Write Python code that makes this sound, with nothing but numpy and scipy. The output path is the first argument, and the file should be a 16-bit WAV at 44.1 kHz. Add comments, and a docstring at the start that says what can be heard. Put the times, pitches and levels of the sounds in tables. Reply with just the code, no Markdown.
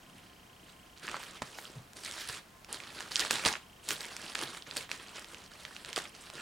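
"""Leafing through a thin-paged book

A small furnished room, the book close to a stereo microphone. Sheets slide over each other with a
grainy hiss, buckle in sharp snaps and flop onto the stack with soft thumps. Behind them are a low
room hum and a faint electrical chirp, thirty times a second."""
import sys
import numpy as np
from scipy import signal
from scipy.fft import rfft, irfft, next_fast_len
from scipy.io import wavfile

SR = 44100
rng = np.random.default_rng(int(sys.argv[2]) if len(sys.argv) > 2 else 0)


def inscribe(sig):
    """Save sig as 16-bit PCM at rate SR to the path in sys.argv[1].

    A 1-D sig is mono; a 2-D sig holds one channel per row.
    Samples are clipped to [-1, 1] before scaling.
    """
    pcm = np.round(np.clip(np.atleast_2d(sig).T, -1, 1) * 32767)
    wavfile.write(sys.argv[1], SR, pcm.astype(np.int16))


N = 282681
TIME = np.arange(N) / SR


def from_db(db):
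    """Decibels to gain."""
    return 10 ** (np.asarray(db) / 20)


def rms_one(x):
    """Scale to rms 1."""
    return x / np.sqrt(np.mean(x ** 2) + 1e-20)


def at_hz(points, hz):
    """Read a spectrum table on a log-frequency axis."""
    f, value = np.transpose(points)
    return np.interp(np.log(np.maximum(hz, 1)), np.log(f), value)


def cut(x, hz, kind, order=2):
    """Causal Butterworth filter."""
    return signal.sosfilt(signal.butter(order, hz, kind, fs=SR, output="sos"), x + 1e-18)


def split(x, hz):
    """The parts of a sound below and above a crossover."""
    return [cut(cut(x, hz, kind), hz, kind) for kind in ("low", "high")]


def colour(x, spectrum, size=2048):
    """Minimum-phase filter that follows a spectrum table."""
    gain = from_db(at_hz(spectrum, np.fft.rfftfreq(size, 1 / SR)))
    cepstrum = irfft(np.log(gain))
    cepstrum[1:size // 2] *= 2
    cepstrum[size // 2 + 1:] = 0
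    return signal.fftconvolve(x, irfft(np.exp(rfft(cepstrum))))[:len(x)]


def drift(per_s):
    """Slow random wander of rms 1."""
    knots = rng.standard_normal(int(N / SR * per_s) + 2)
    return rms_one(np.interp(TIME * per_s, np.arange(len(knots)), knots))


def swell(start, length, attack_s, t60):
    """Attack, hold and dying away of one movement, as a gain."""
    t = TIME - start
    return np.clip(t / attack_s, 0, 1) * from_db(-60 * np.maximum(t - length, 0) / t60)


def pan(x, left_db):
    """Place a sound by the level of the left channel over the right."""
    gains = from_db([[left_db / 2], [-left_db / 2]])
    return x * gains / gains.mean()


def add(out, s, sound):
    """Mix a short sound in at time s."""
    start = round(s * SR)
    part = out[..., start:start + sound.shape[-1]]
    part += sound[..., :part.shape[-1]]


# The still air of the room. Each row: frequency in Hz, relative spectral level in dB.
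AIR_SPECTRUM = [(12, -37), (20, -8.5), (70, -4.5), (98, -6), (187, -5.5), (319, -10), (590, -13.5),
                (718, -7), (780, -12), (1000, -11.5), (1190, -13.5), (2320, -16), (3160, -20),
                (3840, -21.5), (16000, -30.5)]
# How alike that air is in the two channels. Each row: frequency in Hz, likeness from 0 to 1.
AIR_LIKENESS = [(60, 1), (250, 0.84), (1000, 0.05), (4000, 0.57), (12000, 0.99)]
# Narrow hums in the background. Each row: centre in Hz, width in Hz, level in dB.
HUMS = [(185.3, 29, -74.5), (1045, 21, -73.5)]

def room_tone(air_db=-58):
    """Steady air noise, widest around 1 kHz, with two hums in the centre."""
    hz = np.fft.rfftfreq(N, 1 / SR)
    mid, side = rfft(rng.standard_normal((2, N))) * from_db(at_hz(AIR_SPECTRUM, hz))
    alike = at_hz(AIR_LIKENESS, hz)
    air = irfft(np.sqrt(1 + alike) * mid + np.sqrt(1 - alike) * side * [[1], [-1]], N)
    out = from_db(air_db) * rms_one(air)
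    for centre, width, db in HUMS:
        hum = cut(rng.standard_normal(N), [centre - width / 2, centre + width / 2], "band")
        out += from_db(db) * rms_one(hum)
    return out


# A soft rumble, dead centre. Each row: time in seconds, level in dB.
RUMBLE_LEVEL = [(0, -62), (.2, -62.5), (.45, -72), (.7, -77), (.9, -87)]

def rumble(band_hz=(100, 260)):
    """Faint, dull noise that fades over the first second."""
    level_db = np.interp(TIME, *np.transpose(RUMBLE_LEVEL))
    return from_db(level_db) * rms_one(cut(rng.standard_normal(N), band_hz, "band"))


# The chirp behind the book fades and returns. Each row: time in seconds, gain in dB.
CHIRP_FADE = [(0, 2), (1.4, 2), (1.8, -7), (2.6, -10), (3.6, 3), (3.9, 3), (5.5, 1.5), (6.4, 2)]

def electrical_chirp(per_s=30, first_s=.0297, start_hz=2640, end_hz=3200, glide_s=.0028,
                     attack_s=.00034, t60=.062, base_db=-56, size=600):
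    """A faint, regular electrical tick that glides up in pitch as it dies."""
    out, t = np.zeros(N), np.arange(size) / SR
    hz = end_hz + (start_hz - end_hz) * np.exp(-(t / glide_s) ** 2)
    envelope = (1 - np.exp(-t / attack_s)) * from_db(-60 * t / t60)
    tick = envelope * np.sin(2 * np.pi * np.cumsum(hz) / SR)
    for s in np.arange(first_s, N / SR, 1 / per_s):
        add(out, s, from_db(base_db + rng.normal(0, 1)) * tick)
    return out * from_db(np.interp(TIME, *np.transpose(CHIRP_FADE)))


# A hand draws one sheet over another, close to the microphone. Each row: start in seconds, length in
# seconds, friction (mid band) drive in dB, then body (lows) and sheen (highs) in dB relative to it.
STROKES = [(0, 0.32, -68, -3.5, -13), (0.148, 0.035, -62, -4, -6), (0.653, 0.072, -64, -9, -5),
           (.955, 0.057, -57, -21, -17), (1.017, 0.16, -47.5, -4, -10.5), (1.183, 0.052, -48, -6.5, -6.5),
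           (1.253, .11, -53.5, -5, -8), (1.44, 0.26, -57.5, -2, -1), (1.686, .11, -62, 3.5, -3.5),
           (1.95, 0.067, -54, -3.5, 1), (2.026, .21, -48, -9.5, -3.5), (2.26, 0.11, -48.5, -10.5, -7),
           (2.681, 0.081, -49, -0.5, -7.5), (2.78, 0.21, -54, -3.5, -6.5), (2.909, 0.18, -54, -4, -3),
           (3.102, 0.088, -44, -7.5, -1), (3.19, 0.079, -41, -4.5, -4), (3.29, 0.22, -40, -5, -5.5),
           (3.517, .05, -47.5, -3.5, -12), (3.825, 0.062, -57, -2.5, 2.5), (3.876, 0.058, -42, -6, -1),
           (3.988, 0.34, -49.5, -3.5, -4.5), (4.343, .15, -48, -3.5, -6.5), (4.522, 0.058, -50, -7, -2),
           (4.656, 0.11, -53.5, -4, -5.5), (4.753, 0.085, -51.5, -11, -6), (4.893, .055, -46, -7.5, -7),
           (4.993, 0.45, -55.5, -3, -4), (5.136, 0.037, -46, -8.5, -11), (5.502, 0.32, -57, -4, -4),
           (5.845, 0.21, -51, -3.5, -6), (6.13, .2, -56.5, -4.5, -4.5), (6.323, .1, -50, -5, -7.5)]
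# A page springs free and swishes to rest. Each row: start in seconds, friction drive in dB,
# then body and sheen in dB relative to it.
FLICKS = [(1.027, -49.5, -10, -0.5), (1.074, -50, -5, -10), (1.415, -51.5, -1, -4), (2.195, -44, -17, -0.5),
          (2.283, -42, -7, 0.5), (2.724, -47, -7, 3), (2.998, -49.5, -3, -2.5), (3.191, -34, -14, -4),
          (3.305, -35.5, -7, -3.5), (3.454, -30, -5, -4), (4.005, -52, -13, 3), (4.348, -48, -1, 0),
          (4.42, -41.5, -8, -5), (4.76, -40.5, -3, 0), (4.993, -48.5, -13, -18), (5.96, -38.5, -2.5, -4)]

def rubbing_levels(waver_db=1.06, floor_db=-72.5):
    """Strokes and flicks add up under uneven finger pressure: friction, body and sheen curves in dB."""
    moves = [(swell(s, length, attack_s=.016, t60=.2), *levels) for s, length, *levels in STROKES]
    moves += [(swell(s, length=.0047, attack_s=.0047, t60=.26), *levels) for s, *levels in FLICKS]
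    power = sum((from_db([[db], [db + body], [db + sheen]]) * shape) ** 2
                for shape, db, body, sheen in moves)
    return 10 * np.log10(power + from_db(floor_db) ** 2) + waver_db * drift(per_s=30)


def clicks(per_s, spread_db, clump_db):
    """Random clicks of uneven size that come in clumps."""
    sizes = from_db(spread_db * np.minimum(rng.exponential(1, N), 4)) * rng.choice([-1, 1], N)
    return sizes * (rng.random(N) < per_s * from_db(clump_db * drift(per_s=60)) / SR)


def crinkles(ring_cycles=11, pitches=24):
    """Small facets of the sheet flip, each ringing briefly at a pitch set by its size."""
    flips = clicks(per_s=700, spread_db=4, clump_db=2.5)
    facet, out = rng.integers(0, pitches, N), np.zeros(N)
    for k, hz in enumerate(np.geomspace(450, 10000, pitches)):
        r, w = from_db(-60 * hz / (ring_cycles * SR)), 2 * np.pi * hz / SR
        resonator = [1 - r * r, 0, r * r - 1], [1, -2 * r * np.cos(w), r * r]
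        out += signal.lfilter(*resonator, flips * (facet == k) + 1e-18)
    return rms_one(out)


def flexing(x, depth_db=2, per_s=45, count=20):
    """As a sheet bends its resonances shift, so each narrow band swells and fades on its own."""
    size = next_fast_len(N)
    band_index = at_hz([(400, 0), (14000, count - 1)], np.fft.rfftfreq(size, 1 / SR))
    spectrum = rfft(x, size)
    bands = (irfft(spectrum * np.maximum(1 - abs(band_index - k), 0), size)[:N] for k in range(count))
    return sum(band * from_db(depth_db * drift(per_s)) for band in bands)


# Rubbed paper at close range. Each row: frequency in Hz, relative spectral level in dB.
PAPER_SPECTRUM = [(60, -14), (150, -3.5), (350, 1), (700, -4), (1450, -0.5), (2300, -3.5), (3100, -2.5),
                  (4600, -5), (6000, -10), (9000, -10.5), (10800, -15), (12700, -24), (16000, -28)]

def sliding(friction_db, body_db, sheen_db, grain_db=-3.5, flutter_db=.97, trim_db=-1):
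    """Fibres catch and let go over a smooth hiss. Bent sheets add body, flat gliding ones sheen."""
    slips = rms_one(clicks(per_s=900, spread_db=3.5, clump_db=4))
    grain = from_db(grain_db) * (slips + crinkles())
    rub = flexing(colour(grain + rng.standard_normal(N), PAPER_SPECTRUM))
    rub *= from_db(flutter_db * drift(per_s=70))
    low, upper = split(rub, hz=1200)
    middle, high = split(upper, hz=5000)
    friction = pan(from_db(friction_db) * rms_one(middle), left_db=-3.6)
    body = pan(from_db(body_db) * rms_one(low), left_db=-.5)
    sheen = pan(from_db(sheen_db) * rms_one(high), left_db=-.9)
    return from_db(trim_db) * (friction + body + sheen)


def small_buckles(friction_db, over_db=10.5, spread_db=2, centre_hz=3200, scatter_octaves=.82,
                  width_octaves=.92, ring_db=-2, count=110):
    """Lesser buckles come at random, their strength following the rubbing: rows for snaps()."""
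    places = rng.random(count) * N
    scatter = rng.standard_normal((count, 2)).clip(-2, 2)
    return [(at / SR, friction_db[int(at)] + over_db + spread_db * loud,
             centre_hz * 2 ** (scatter_octaves * pitch), width_octaves, ring_db)
            for at, (loud, pitch) in zip(places, scatter)]


# Pages and hands land on the book, dead centre. Each row: start in seconds, peak in dB before the
# low cut, pitch in Hz, rise in seconds, time to fall 60 dB in seconds.
THUMPS = [(.633, -49, 281, 0.0018, 0.045), (1.143, -46, 660, .001, .03), (1.419, -35, 226, 0.0011, 0.055),
          (1.421, -43, 129, .002, 0.11), (1.420, -30.5, 870, 0.00047, 0.014),
          (1.699, -39.5, 327, 0.0011, 0.017), (1.746, -41.5, 125, 0.026, 0.21),
          (2.296, -41, 123, 0.0012, 0.039), (3.308, -45, 200, .002, 0.069),
          (3.458, -26.5, 206, 0.0016, 0.04), (3.458, -30, 93.5, 0.0021, 0.064),
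          (4.424, -32, 398, 0.00061, 0.026), (4.434, -45, 129, 0.0033, 0.07),
          (5.978, -33.5, 423, 0.00064, 0.034)]

def thumps(wander_per_s=180, low_cut_hz=50, size=16384):
    """The stack and the air squeezed from under a page give a dull push of a few uneven cycles."""
    out, t = np.zeros(N), np.arange(size) / SR
    for s, db, hz, rise, t60 in THUMPS:
        envelope = np.minimum(t / rise, 1) * from_db(-60 * np.maximum(t - rise, 0) / t60)
        wander = np.interp(t * wander_per_s, np.arange(size), rng.standard_normal(size))
        add(out, s, from_db(db) * envelope * np.sin(2 * np.pi * hz * t + wander))
    return cut(out, low_cut_hz, "high")


def disperse(x, amount=.41, stages=3):
    """In a thin sheet high bending waves outrun low ones, which smears a click slightly."""
    for _ in range(stages):
        x = signal.lfilter([-amount, 1], [1, -amount], x)
    return x


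# The treble of a snap as it reaches the microphone. Each row: frequency in Hz, gain in dB.
SNAP_TREBLE = [(5000, 1), (9000, 4.5), (12500, -8.5), (16000, -11)]

def fold_spectrum(hz, octaves, skirt=7, narrowing=.87):
    """The colour of one buckling fold: a hump around hz, tilted down 3 dB an octave, plus its treble."""
    f = np.geomspace(60, 20000, 48)
    away = np.log2(f / hz) / (narrowing * max(octaves, .2))
    hump_db = -5 * (skirt + 1) * np.log10(1 + away ** 2 / skirt)
    tilt_db = -10 * np.log10(np.maximum(f / hz, .5))
    return np.transpose([f, hump_db + tilt_db + at_hz(SNAP_TREBLE, f)])


# A sheet buckles loudly near the microphone. Each row: start in seconds, level in dB before the trim,
# centre in Hz, nominal width in octaves, ring of the sheet in dB relative to the snap.
LOUD_BUCKLES = [(1.0798, -24, 2100, 0.47, -14), (1.088, -34, 2500, 1.2, 1),
                (1.1433, -21.5, 1170, 0.55, -14), (1.1537, -33, 1800, 0.51, -6),
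                (1.1673, -31, 1780, 1.1, -6), (1.231, -35, 2000, .8, 0), (1.42, -38, 1820, 1.34, 15),
                (1.4275, -30.5, 2200, 1, -22), (1.5869, -30.5, 1330, 0.68, -8),
                (1.6534, -34.5, 3300, 0.18, -8), (1.9336, -48.5, 4600, 1.3, 9), (2.036, -40, 6500, 0.91, 7),
                (2.0485, -36, 6030, 0.77, 9), (2.0621, -29, 4280, .4, -4), (2.112, -31, 5700, 0.67, -2),
                (2.1227, -35, 4540, .6, 1), (2.2756, -36, 9500, 1.3, -3), (2.29, -33, 3300, 0.34, -1),
                (2.2975, -31.5, 1890, 0.88, 3.5), (2.6465, -46.5, 4100, 1.8, 8.5),
                (2.7278, -22.5, 9000, .2, -9), (2.802, -34.5, 2550, 0.62, 2),
                (3.006, -30.5, 2520, 1.04, 1.5), (3.1579, -14.5, 4200, 0.38, -5),
                (3.166, -18.5, 4830, 0.33, -16), (3.1953, -16.5, 4420, 0.52, -11),
                (3.2027, -20, 4650, 0.38, -5), (3.2496, -30, 1960, 1.7, 7), (3.309, -19.5, 3900, 1.46, 8),
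                (3.3562, -24.5, 2800, 1.1, -13), (3.4508, -24.5, 3420, 0.5, 9.5),
                (3.4586, -23, 2300, 0.95, 7), (3.4613, -12, 3100, 0.77, -3.5),
                (3.4644, -22.5, 1960, 0.77, 8.5), (3.4857, -27, 3660, 0.64, 9),
                (3.538, -25, 1880, 0.65, -1), (3.554, -28, 2100, 0.42, 1), (3.8887, -19.5, 6730, 1.1, -13),
                (3.9073, -19.5, 2650, 1.25, -5.5), (4.007, -33, 3840, 0.42, 4),
                (4.047, -30.5, 2720, .45, -11), (4.1661, -28, 4300, 1.3, -6), (4.3503, -34.5, 4400, 1.4, 9),
                (4.3537, -18, 2600, 0.67, -16), (4.3903, -26.5, 2900, 1.1, -5),
                (4.4134, -26, 2200, 1.4, -0.5), (4.4355, -31, 4100, .5, 3), (4.548, -32.5, 2080, 1.1, -11),
                (4.6231, -34, 3600, .3, -11), (4.7113, -30, 3650, 0.37, -3), (4.7686, -22, 5270, 1, -4),
                (4.777, -24.5, 4400, 0.18, -13), (4.8928, -32, 1790, 0.85, -8),
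                (4.9154, -22, 3080, 1.06, -2.5), (5.245, -35.5, 3400, 0.69, -4),
                (5.3456, -35.5, 3530, 0.83, -1), (5.6513, -31.5, 2320, 0.88, 1.5),
                (5.765, -29, 2700, 0.51, -22), (5.848, -30.5, 3000, 0.7, -9), (5.9297, -34.5, 3600, 0.7, 8),
                (5.9613, -21, 4060, 0.48, 4.5), (5.978, -22.5, 1770, 1.4, 0),
                (6.0545, -31.5, 2560, .45, -6), (6.15, -40, 3330, .8, -2), (6.3009, -31.5, 2390, 1.2, -21)]
# Where a snap sits in the stereo image. Each row: centre in Hz, left over right in dB.
SNAP_PAN = [(1200, -2.5), (3500, -5.5), (7000, 1.5)]

def snaps(buckles, snap_s=.00068, drag_s=.0009, drag_db=-9.5, ring_cycles=30, trim_db=-3.5, size=1024):
    """A buckle flips and drags two neighbours along; bending waves die away, more slowly in low folds."""
    out, t = np.zeros((2, N)), np.arange(size) / SR
    noises, lags = rng.standard_normal((len(buckles), size)), rng.random((len(buckles), 2))
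    for (s, db, hz, octaves, ring_db), noise, lag in zip(buckles, noises, lags):
        fold = fold_spectrum(hz, octaves)
        flips = np.sign(noise[-1]) * signal.unit_impulse(size)
        flips[(lag * drag_s * SR).astype(int) + 2] += from_db(drag_db) * np.sign(noise[-3:-1])
        crack = rms_one(disperse(colour(flips, fold, size)))
        ring = rms_one(colour(noise * from_db(-60 * t * hz / ring_cycles), fold, size))
        # the crack carries the energy of a burst of rms 1 lasting snap_s
        snap = (crack + from_db(ring_db) * ring) * np.sqrt(snap_s * SR / size)
        add(out, s, pan(from_db(db + trim_db) * snap, at_hz(SNAP_PAN, hz)))
    return out


# Page edges skim by, a little to the right. Each row: start in seconds, length in seconds, level in dB.
SKIMS = [(1.215, .025, -58), (1.567, 0.065, -61), (2.19, .04, -60), (3.305, .02, -48), (3.88, 0.045, -47),
         (4, .02, -58), (4.43, .015, -60)]

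def skims(band_hz=(10000, 15000)):
    """A thin, very high, grainy hiss while an edge runs along the next sheet."""
    hiss = rms_one(clicks(per_s=2500, spread_db=3, clump_db=3)) + rng.standard_normal(N)
    level = sum(from_db(db) * swell(s, length, attack_s=.01, t60=.12) for s, length, db in SKIMS)
    return pan(level * rms_one(cut(hiss, band_hz, "band")), left_db=-3.5)


# Surfaces near the microphone, desk first. Each row: delay in seconds, level in dB.
ECHOES = [(.0031, -43), (.0082, -21.5)]

def room_reflections(x, t60=.21, build_s=.0022, tail_db=-15.5, wall_hz=7000, side_db=.5, size=16384):
    """Two near reflections and a short diffuse tail that differs between left and right."""
    t = np.arange(size) / SR
    mid, side = rng.standard_normal((2, size))
    diffuse = mid + from_db(side_db) * cut(side, 640, "high", order=1) * [[1], [-1]]
    tail = diffuse * from_db(-60 * t / t60) * (1 - np.exp(-t / build_s))
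    response = from_db(tail_db) * rms_one(cut(tail, wall_hz, "low", order=1)) / np.sqrt(size)
    bounce = cut(signal.unit_impulse(size), wall_hz, "low", order=1)
    for delay, db in ECHOES:
        add(response, delay, from_db(db) * bounce)
    return signal.fftconvolve(x.mean(axis=0)[None], response, axes=1)[:, :N]


def scene():
    """The book up close, the quiet room behind it."""
    friction_db, body_db, sheen_db = rubbing_levels()
    book = sliding(friction_db, body_db, sheen_db)
    book += snaps(LOUD_BUCKLES + small_buckles(friction_db)) + thumps() + skims()
    return book + room_reflections(book) + room_tone() + rumble() + electrical_chirp()


def record(dry, cutoff_hz=16000):
    """The microphone signal, its top cut steeply."""
    return signal.sosfilt(signal.ellip(10, .1, 80, cutoff_hz, fs=SR, output="sos"), dry)


dry = scene()
out = record(dry)
inscribe(out)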